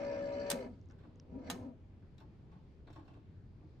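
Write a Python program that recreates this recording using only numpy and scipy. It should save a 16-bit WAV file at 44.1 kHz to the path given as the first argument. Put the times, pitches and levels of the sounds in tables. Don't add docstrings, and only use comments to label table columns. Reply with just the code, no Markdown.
import sys
import numpy as np
from scipy import signal
from scipy.io import wavfile

SR = 44100
rng = np.random.default_rng(int(sys.argv[2]) if len(sys.argv) > 2 else 0)


def materialize(psi):
    bounded = np.clip(np.atleast_2d(psi).T, -1, 1)
    quanta = np.round(bounded * 32767).astype(np.int16)
    wavfile.write(sys.argv[1], SR, quanta)


N = 167580

# (t/s, shaft speed/turns per s, whine level/dB, gear rumble level/dB, gear hiss level/dB)
MOTOR_RUNS = [
    [(0, 62.8, -45, -47, -56.5), (.25, 62.7, -43.5, -54, -59.5), (.5, 63.3, -43.5, -51.5, -55.5),
     (.555, 62.6, -47, -43.5, -58), (.615, 57.8, -51, -51, -60.5), (.665, 41.6, -59.5, -44, -66),
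     (.705, 25.5, -69, -52, -81), (.74, 22.2, -67.5, -62, -84.5), (.8, 8.5, -96.5, -70, -100)],
    [(1.24, 8.7, -83, -68, -100), (1.3, 21, -75.5, -59, -85), (1.33, 26.5, -60.5, -54, -79.5),
     (1.38, 31.3, -58, -50, -77), (1.42, 38, -59.5, -52.5, -77), (1.48, 34.4, -66.5, -45.5, -58.5),
     (1.54, 40.4, -50, -50, -61), (1.61, 38.5, -59, -50, -79), (1.665, 30.2, -61, -50, -78.5),
     (1.715, 24, -71.5, -54.5, -92), (1.74, 23.4, -71, -69, -95), (1.8, 10.1, -89, -75.5, -100)],
]
# (multiple of shaft speed, level/dB at full speed, on top of the whine level)
SHAFT_ORDERS = [(1, -30.5), (2, -25.5), (3, -20), (4, -22.5), (5, -13.5), (6, -22), (7, -14.5), (8, -19),
                (9, 3), (10, -12.5), (11, -30), (12, -21.5), (13, -35.5), (14, -32), (15, -17.5),
                (16, -32.5), (17, -31), (18, -32), (19, -24.5), (20, -38.5), (21, -33.5), (22, -38),
                (23, -32), (24, -43), (25, -32), (26, -44), (27, -23.5), (28, -29)]
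# (f/Hz, nominal width/Hz, level/dB)
HOUSING_RESONANCES = [(245.7, 33, -0.5), (265.6, 14, -2), (395.5, 15, -5), (499, 25, -3.5), (553, 32, -9.5),
                      (630, 38, -5.5), (764, 130, -15.5), (956, 18, -7.5), (1257, 140, -20)]
# (f/Hz, nominal width/Hz, level/dB)
HISS_RESONANCES = [(1194, 11, -8), (1569, 20, -4.5), (1729, 69, -2.5), (2120, 110, -5.5), (2475, 240, -9.5),
                   (2998, 67, -13.5), (3420, 13, -17), (4090, 39, -13), (4353, 200, -17), (4654, 50, -10),
                   (4610, 62.5, -15.5), (5000, 21, -23.5), (5240, 55, -17), (5700, 161.1, -17),
                   (6200, 130, -23.5), (7480, 240, -26.5)]
# (f/Hz, nominal width/Hz, level/dB)
WIDE_HISS = [(1439, 590, -19), (3700, 1300, -25), (6774, 860, -39), (11800, 780, -46.5)]
# (t/s, nominal level/dB, rattle length/s, brightness/dB per octave around 4 kHz, favoured f/Hz)
CLACK_CONTACTS = [(0.5009, -22, 0.0043, 4, 8500), (0.511, -27.5, 0.0089, 1, 6360),
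                  (.525, -41, 0.003, -3, 1580), (1.5002, -23.5, .0013, 1, 6400),
                  (1.504, -34, 0.0015, 0, 6400), (1.5105, -40, 0.002, -2, 4000),
                  (1.542, -72, 0.0021, -5, 6300)]
# (f/Hz, relative level/dB per Hz)
CLACK_SPECTRUM = [(410, -24), (700, 6.5), (1060, -6.5), (1820, -1.5), (2100, -10), (2240, -7), (3740, -5),
                  (4260, -8), (6320, -11), (7890, -19.5), (8650, -13.5), (12300, -19), (16000, -34.5)]
# (f/Hz, relative level/dB, t60/s)
METAL_MODES = [(700, -5, 0.052), (900, -6.5, 0.0405), (1256, -8, 0.13), (1562, -6, 0.049),
               (1817, -3, 0.069), (2255, -7.5, 0.046), (3535, -6, .02), (4007, 1, 0.018),
               (5150, -6.5, 0.015), (6460, -4.5, .02), (7600, -5.5, 0.014), (8330, -1.5, 0.013),
               (9200, -16, 0.0094), (10400, -12.5, 0.0025), (12120, -5.5, 0.0074)]
# (t/s, nominal level/dB, f/Hz)
TICK_EVENTS = [(0.814, -68, 5570), (.858, -73, 6390), (0.888, -69, 5860), (0.899, -65.5, 5070),
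               (0.911, -62, 5570), (.921, -69.5, 6400), (1.158, -67.5, 6330), (1.1989, -51, 5400),
               (1.612, -69.5, 2460), (2.182, -67.5, 5300), (2.871, -69, 3940), (2.907, -69, 5440),
               (2.933, -72, 6400), (3.078, -78, 2680), (3.142, -70.5, 2450), (3.61, -73, 2274)]
# (t/s, nominal level/dB, brightness/dB per octave around 1 kHz, length/s, f/Hz struck hardest)
LEVER_KNOCKS = [(0.9, -59, -1.5, 0.034, 930), (0.984, -68, 1.5, 0.067, 1530),
                (1.032, -59.5, -7, 0.042, 960), (2.02, -69, -5.5, 0.032, 1530),
                (2.179, -58.5, 2, 0.017, 3870), (2.199, -69, 4, 0.028, 5630),
                (2.204, -63.5, -8.5, 0.038, 900), (2.515, -60, -3, 0.066, 870),
                (2.869, -54, -3, 0.031, 3830), (2.901, -65.5, 1.5, 0.048, 5500),
                (2.927, -69.5, 5.5, 0.025, 4250), (2.955, -53.5, -4, 0.065, 5500),
                (3.05, -78, 6, 0.026, 3030), (3.075, -56.5, -3.5, 0.059, 2660),
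                (3.133, -69, 1, 0.055, 2640), (3.158, -67.5, -11.5, 0.021, 880),
                (3.611, -68, -7, 0.022, 2660), (3.624, -79, -15, 0.043, 870)]
# (f/Hz, nominal width/Hz, level/dB)
LEVER_RESONANCES = [(296.5, 41.7, -3.5), (606.8, 300, -4), (874.2, 55, -5.5), (1072, 126, -4),
                    (1470, 350, -5.5), (2170, 560, -11), (2670, 120, -15), (3090, 140, -17),
                    (3520, 280, -14.5), (3910, 170, -19.5), (4270, 160, -19), (4030, 2100, -16),
                    (5520, 110, -23.5), (7200, 1500, -23), (12300, 1800, -31.5)]
# (f/Hz, relative level/dB per Hz)
ROOM_SPECTRUM = [(12, -36), (20, -7.5), (54, -9.5), (92, -0.5), (149, -9), (166, -12.5), (268, -17),
                 (307, -18), (390, -20.5), (423, -30), (471, -25.5), (599, -35.5), (722, -31.5),
                 (944, -40.5), (1020, -37), (4230, -48.5), (12000, -76.5), (15600, -104), (22000, -120)]
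# (f/Hz, likeness 0-1)
STEREO_LIKENESS = [(30, .85), (100, 0.93), (300, 0.91), (1000, 0.2), (4000, 0.19), (12000, 0.091)]

FULL_SPEED = 62.9
WEAK_WAVER_DB, STRONG_WAVER_DB, WAVER_HZ = 4.25, .75, 12
SPEED_WAVER, SPEED_WAVER_HZ = .002, 11
SLOW_WAVER_DB, SLOW_SPEED_WAVER, SLOW_SPEED_WAVER_HZ = 4, .035, 30
SLOW_DULL_DB = 8
HOUSING_FLOOR_DB = -22
HISS_PULSING, HISS_PATCHY_DB, HISS_PATCHY_HZ = .25, 2.5, 5.9
GEAR_RATIO, GEAR_PHASE, GRIND_DB, GRIND_SPREAD = 4.4, .36, 9, .25
MOTOR_LEFT_DB, MOTOR_LAG_S = 1.7, -.00023

SETTLE_DB, SETTLE_T60_S = -9, .06
TAIL_DB, TAIL_T60_S, TAIL_TREBLE_T60_S = -27, 0.46, 0.3
MODES_DB, CLACK_RING_DB = -36.5, 8.5
THUMP_HZ, THUMP_DRIVE_DB, THUMP_T60_S, THUMP_LAG_S = 178, -12.5, 0.07, .022
CLACK_LEFT_DB = -.2

TICK_CYCLES, TICK_WIDE_DB = 33, -7
KNOCK_ATTACK_S = .004
KNOCK_RING_DB, KNOCK_CHANCE_DB = 7, 2.5
ROOM_DB, ROOM_PATCHY_DB, ROOM_PATCHY_HZ, ROOM_LEFT_DB = -55.5, 1.5, 3.2, .4


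def amp(db):
    return 10 ** (np.asarray(db) / 20)


def rms_one(x):
    return x / np.sqrt(np.mean(x ** 2) + 1e-20)


def at_hz(points, hz):
    f, value = np.array(points).T
    return np.interp(np.log(hz), np.log(f), value)


def near(hz, favoured_hz):
    return np.exp(-(np.log2(hz / favoured_hz) / .12) ** 2)


def drift(rate_hz):
    r = np.exp(-80 * np.pi * rate_hz / SR)
    noise = rng.standard_normal(N // 40 + 2002)
    slow = signal.lfilter([1], [1, -2 * r, r * r], noise)[2000:]
    return np.interp(np.arange(N) / 40, np.arange(len(slow)), rms_one(slow))


def peak(x, hz, width):
    r = np.exp(-np.pi * width / SR)
    poles = [1, -2 * r * np.cos(2 * np.pi * hz / SR), r * r]
    return signal.lfilter(np.array([1, 0, -1]) * (1 - r * r) / 2, poles, x + 1e-18)


def double_peak(x, hz, width):
    return peak(peak(x, hz, width), hz, width)


def ring(clicks, hz, t60):
    r, w = amp(-60 / (t60 * SR)), 2 * np.pi * hz / SR
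    return signal.lfilter([0, np.sin(w)], [1, -2 * r * np.cos(w), r * r], clicks + 1e-18)


def pair(hz):
    mid, side = rng.standard_normal((2, N))
    alike = np.clip(at_hz(STEREO_LIKENESS, hz), 0, 1)
    return np.sqrt((1 + alike) / 2) * mid + np.sqrt((1 - alike) / 2) * side * [[1], [-1]]


def bands(spectrum, gain):
    out, edges = 0, 20 * 2 ** np.arange(0, 10.1, .5)
    for low, high in zip(edges, edges[1:]):
        hz = np.sqrt(low * high)
        if hz > spectrum[0][0]:
            sos = signal.butter(2, [low, min(high, .45 * SR)], "band", fs=SR, output="sos")
            out = out + amp(at_hz(spectrum, hz)) * gain(hz) * signal.sosfilt(sos, pair(hz))
    return out


def dying(times, db, t60):
    out = np.zeros(N)
    for start, level_db, length in np.broadcast(times, db, t60):
        i = int(start * SR)
        n = np.arange(min(int(2 * length * SR), N - i))
        out[i:i + len(n)] += amp(level_db - 60 * n / SR / length)
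    return out


def placed(x, left_db, lag_s=0):
    n = np.arange(N)
    left = np.interp(n - lag_s * SR, n, x[0])
    return np.array([amp(left_db) * left, amp(-left_db) * x[-1]])


def motor():
    t, *columns = np.transpose(MOTOR_RUNS[0] + MOTOR_RUNS[1])
    speed, whine_db, rumble_db, hiss_db = [np.interp(np.arange(N) / SR, t, c) for c in columns]
    slow = np.clip(1 - speed / FULL_SPEED, 0, .6)
    shake = SLOW_SPEED_WAVER * np.sqrt(slow) * drift(SLOW_SPEED_WAVER_HZ)
    turns = np.cumsum(speed * (1 + SPEED_WAVER * drift(SPEED_WAVER_HZ) + shake)) / SR
    whine = np.sqrt(2) * amp(whine_db) * shaft_whine(speed, turns, slow)
    return (placed(whine[None], MOTOR_LEFT_DB, MOTOR_LAG_S)
            + amp(rumble_db) * gear_rumble(slow) + amp(hiss_db) * gear_hiss(turns))


def shaft_whine(speed, turns, slow):
    f = np.arange(2500.)
    power = sum(amp(db) ** 2 / (1 + ((f - hz) / width) ** 2) ** 2 for hz, width, db in HOUSING_RESONANCES)
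    response = np.sqrt(amp(HOUSING_FLOOR_DB) ** 2 + power)
    whine = 0
    for order, db in SHAFT_ORDERS:
        waver_db = (WEAK_WAVER_DB if db < -3 else STRONG_WAVER_DB) + SLOW_WAVER_DB * np.sqrt(slow)
        housing = np.interp(order * speed, f, response) / np.interp(order * FULL_SPEED, f, response)
        tone = np.sin(2 * np.pi * (order * turns + rng.random()))
        whine = whine + amp(db + waver_db * drift(WAVER_HZ)) * housing * tone
    return whine


def gear_rumble(slow):
    rumble = 0
    for hz, width, db in HOUSING_RESONANCES:
        level_db = db - SLOW_DULL_DB * slow * np.log2(hz / 250)
        rumble = rumble + amp(level_db) * double_peak(pair(hz), hz, 1.7 * width)
    return rms_one(rumble)


def gear_hiss(turns):
    gear = turns / GEAR_RATIO + GEAR_PHASE
    strength = 1 + GRIND_SPREAD * rng.standard_normal(40)[gear.astype(int) % 40]
    grind = (.5 - gear % 1) * strength
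    hiss = 0
    for hz, width, db in HISS_RESONANCES + WIDE_HISS:
        level_db = db + HISS_PATCHY_DB * drift(HISS_PATCHY_HZ) + GRIND_DB * grind * (3800 < hz < 7000)
        hiss = hiss + amp(level_db) * double_peak(pair(hz), hz, 1.6 * width)
    return rms_one(hiss) * (1 + HISS_PULSING * np.sin(2 * np.pi * turns))


def clacks():
    t, db, length, bright_db, favoured_hz = np.transpose(CLACK_CONTACTS)

    def course(hz, ring_db=0):
        level_db = db + bright_db * np.log2(hz / 4000) + ring_db * near(hz, favoured_hz)
        rattle = dying(t + length, level_db + SETTLE_DB, SETTLE_T60_S)
        for start, gain, hold in zip(t, amp(level_db), length):
            i, j = int(start * SR), int((start + hold) * SR)
            rattle[i:j] += gain * np.linspace(.7, 1.1, j - i)
        tail_t60 = np.interp(np.log(hz), np.log([1000, 12000]), [TAIL_T60_S, TAIL_TREBLE_T60_S])
        return rattle + dying(t, level_db + TAIL_DB, tail_t60)

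    gains = amp(at_hz(CLACK_SPECTRUM, np.linspace(700, 16000, 50)))
    noise = bands(CLACK_SPECTRUM, course) / np.sqrt(np.mean(gains ** 2)) / 2
    grit = rng.standard_normal(N) * amp(2.64 * rng.exponential(1, N) - 7.5)
    modes = sum(amp(level_db) * ring(course(hz, CLACK_RING_DB) * grit, hz, t60)
                for hz, level_db, t60 in METAL_MODES)
    push = np.zeros(N)
    push[((t + THUMP_LAG_S) * SR).astype(int)] = amp(db + THUMP_DRIVE_DB)
    thump = ring(peak(push, THUMP_HZ, 60), THUMP_HZ, THUMP_T60_S)
    return placed(noise + amp(MODES_DB) * modes + thump, CLACK_LEFT_DB)


def ticks():
    out = np.zeros(N + 2000)
    for t, db, hz in TICK_EVENTS:
        click = np.zeros(2000)
        click[0] = amp(db)
        snap = ring(click, hz, TICK_CYCLES / hz) + ring(click, 1.106 * hz, TICK_CYCLES / hz)
        body = ring(click, 0.514 * hz, 0.0045) + ring(click, 0.33 * hz, 0.0064)
        i = int(t * SR)
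        out[i:i + 2000] += double_peak(snap, hz, 2000) + amp(TICK_WIDE_DB) * peak(body, .5 * hz, 2400)
    return out[:N]


def knocks():
    t, db, bright_db, length, favoured_hz = np.transpose(LEVER_KNOCKS)
    chance_db = rng.normal(0, KNOCK_CHANCE_DB, (len(t), len(LEVER_RESONANCES)))
    grain = amp(2.0 * rng.exponential(1, N // 40 + 1)).repeat(40)[:N]
    out = 0
    for k, (hz, width, level_db) in enumerate(LEVER_RESONANCES):
        favoured_db = KNOCK_RING_DB * near(hz, favoured_hz) * (width < 400)
        strike_db = db + bright_db * np.log2(hz / 1000) + chance_db[:, k] + favoured_db
        step = hz / (1000 * KNOCK_ATTACK_S * SR)
        puff = signal.lfilter([step], [1, step - 1], dying(t, strike_db, 5.9 * length))
        rung = peak(peak(pair(hz) * grain * puff, hz, width), hz, 2 * width)
        out = out + amp(level_db) * np.sqrt(SR / width / 20) * rung
    return out


def room():
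    noise = rms_one(bands(ROOM_SPECTRUM, lambda hz: amp(ROOM_PATCHY_DB * drift(ROOM_PATCHY_HZ))))
    return placed(amp(ROOM_DB) * noise, ROOM_LEFT_DB)


def scene():
    return motor() + clacks() + ticks() + knocks() + room()


def record(dry):
    return signal.sosfilt(signal.cheby2(14, 60, 16300, fs=SR, output="sos"), dry)


dry = scene()
out = record(dry)
materialize(out)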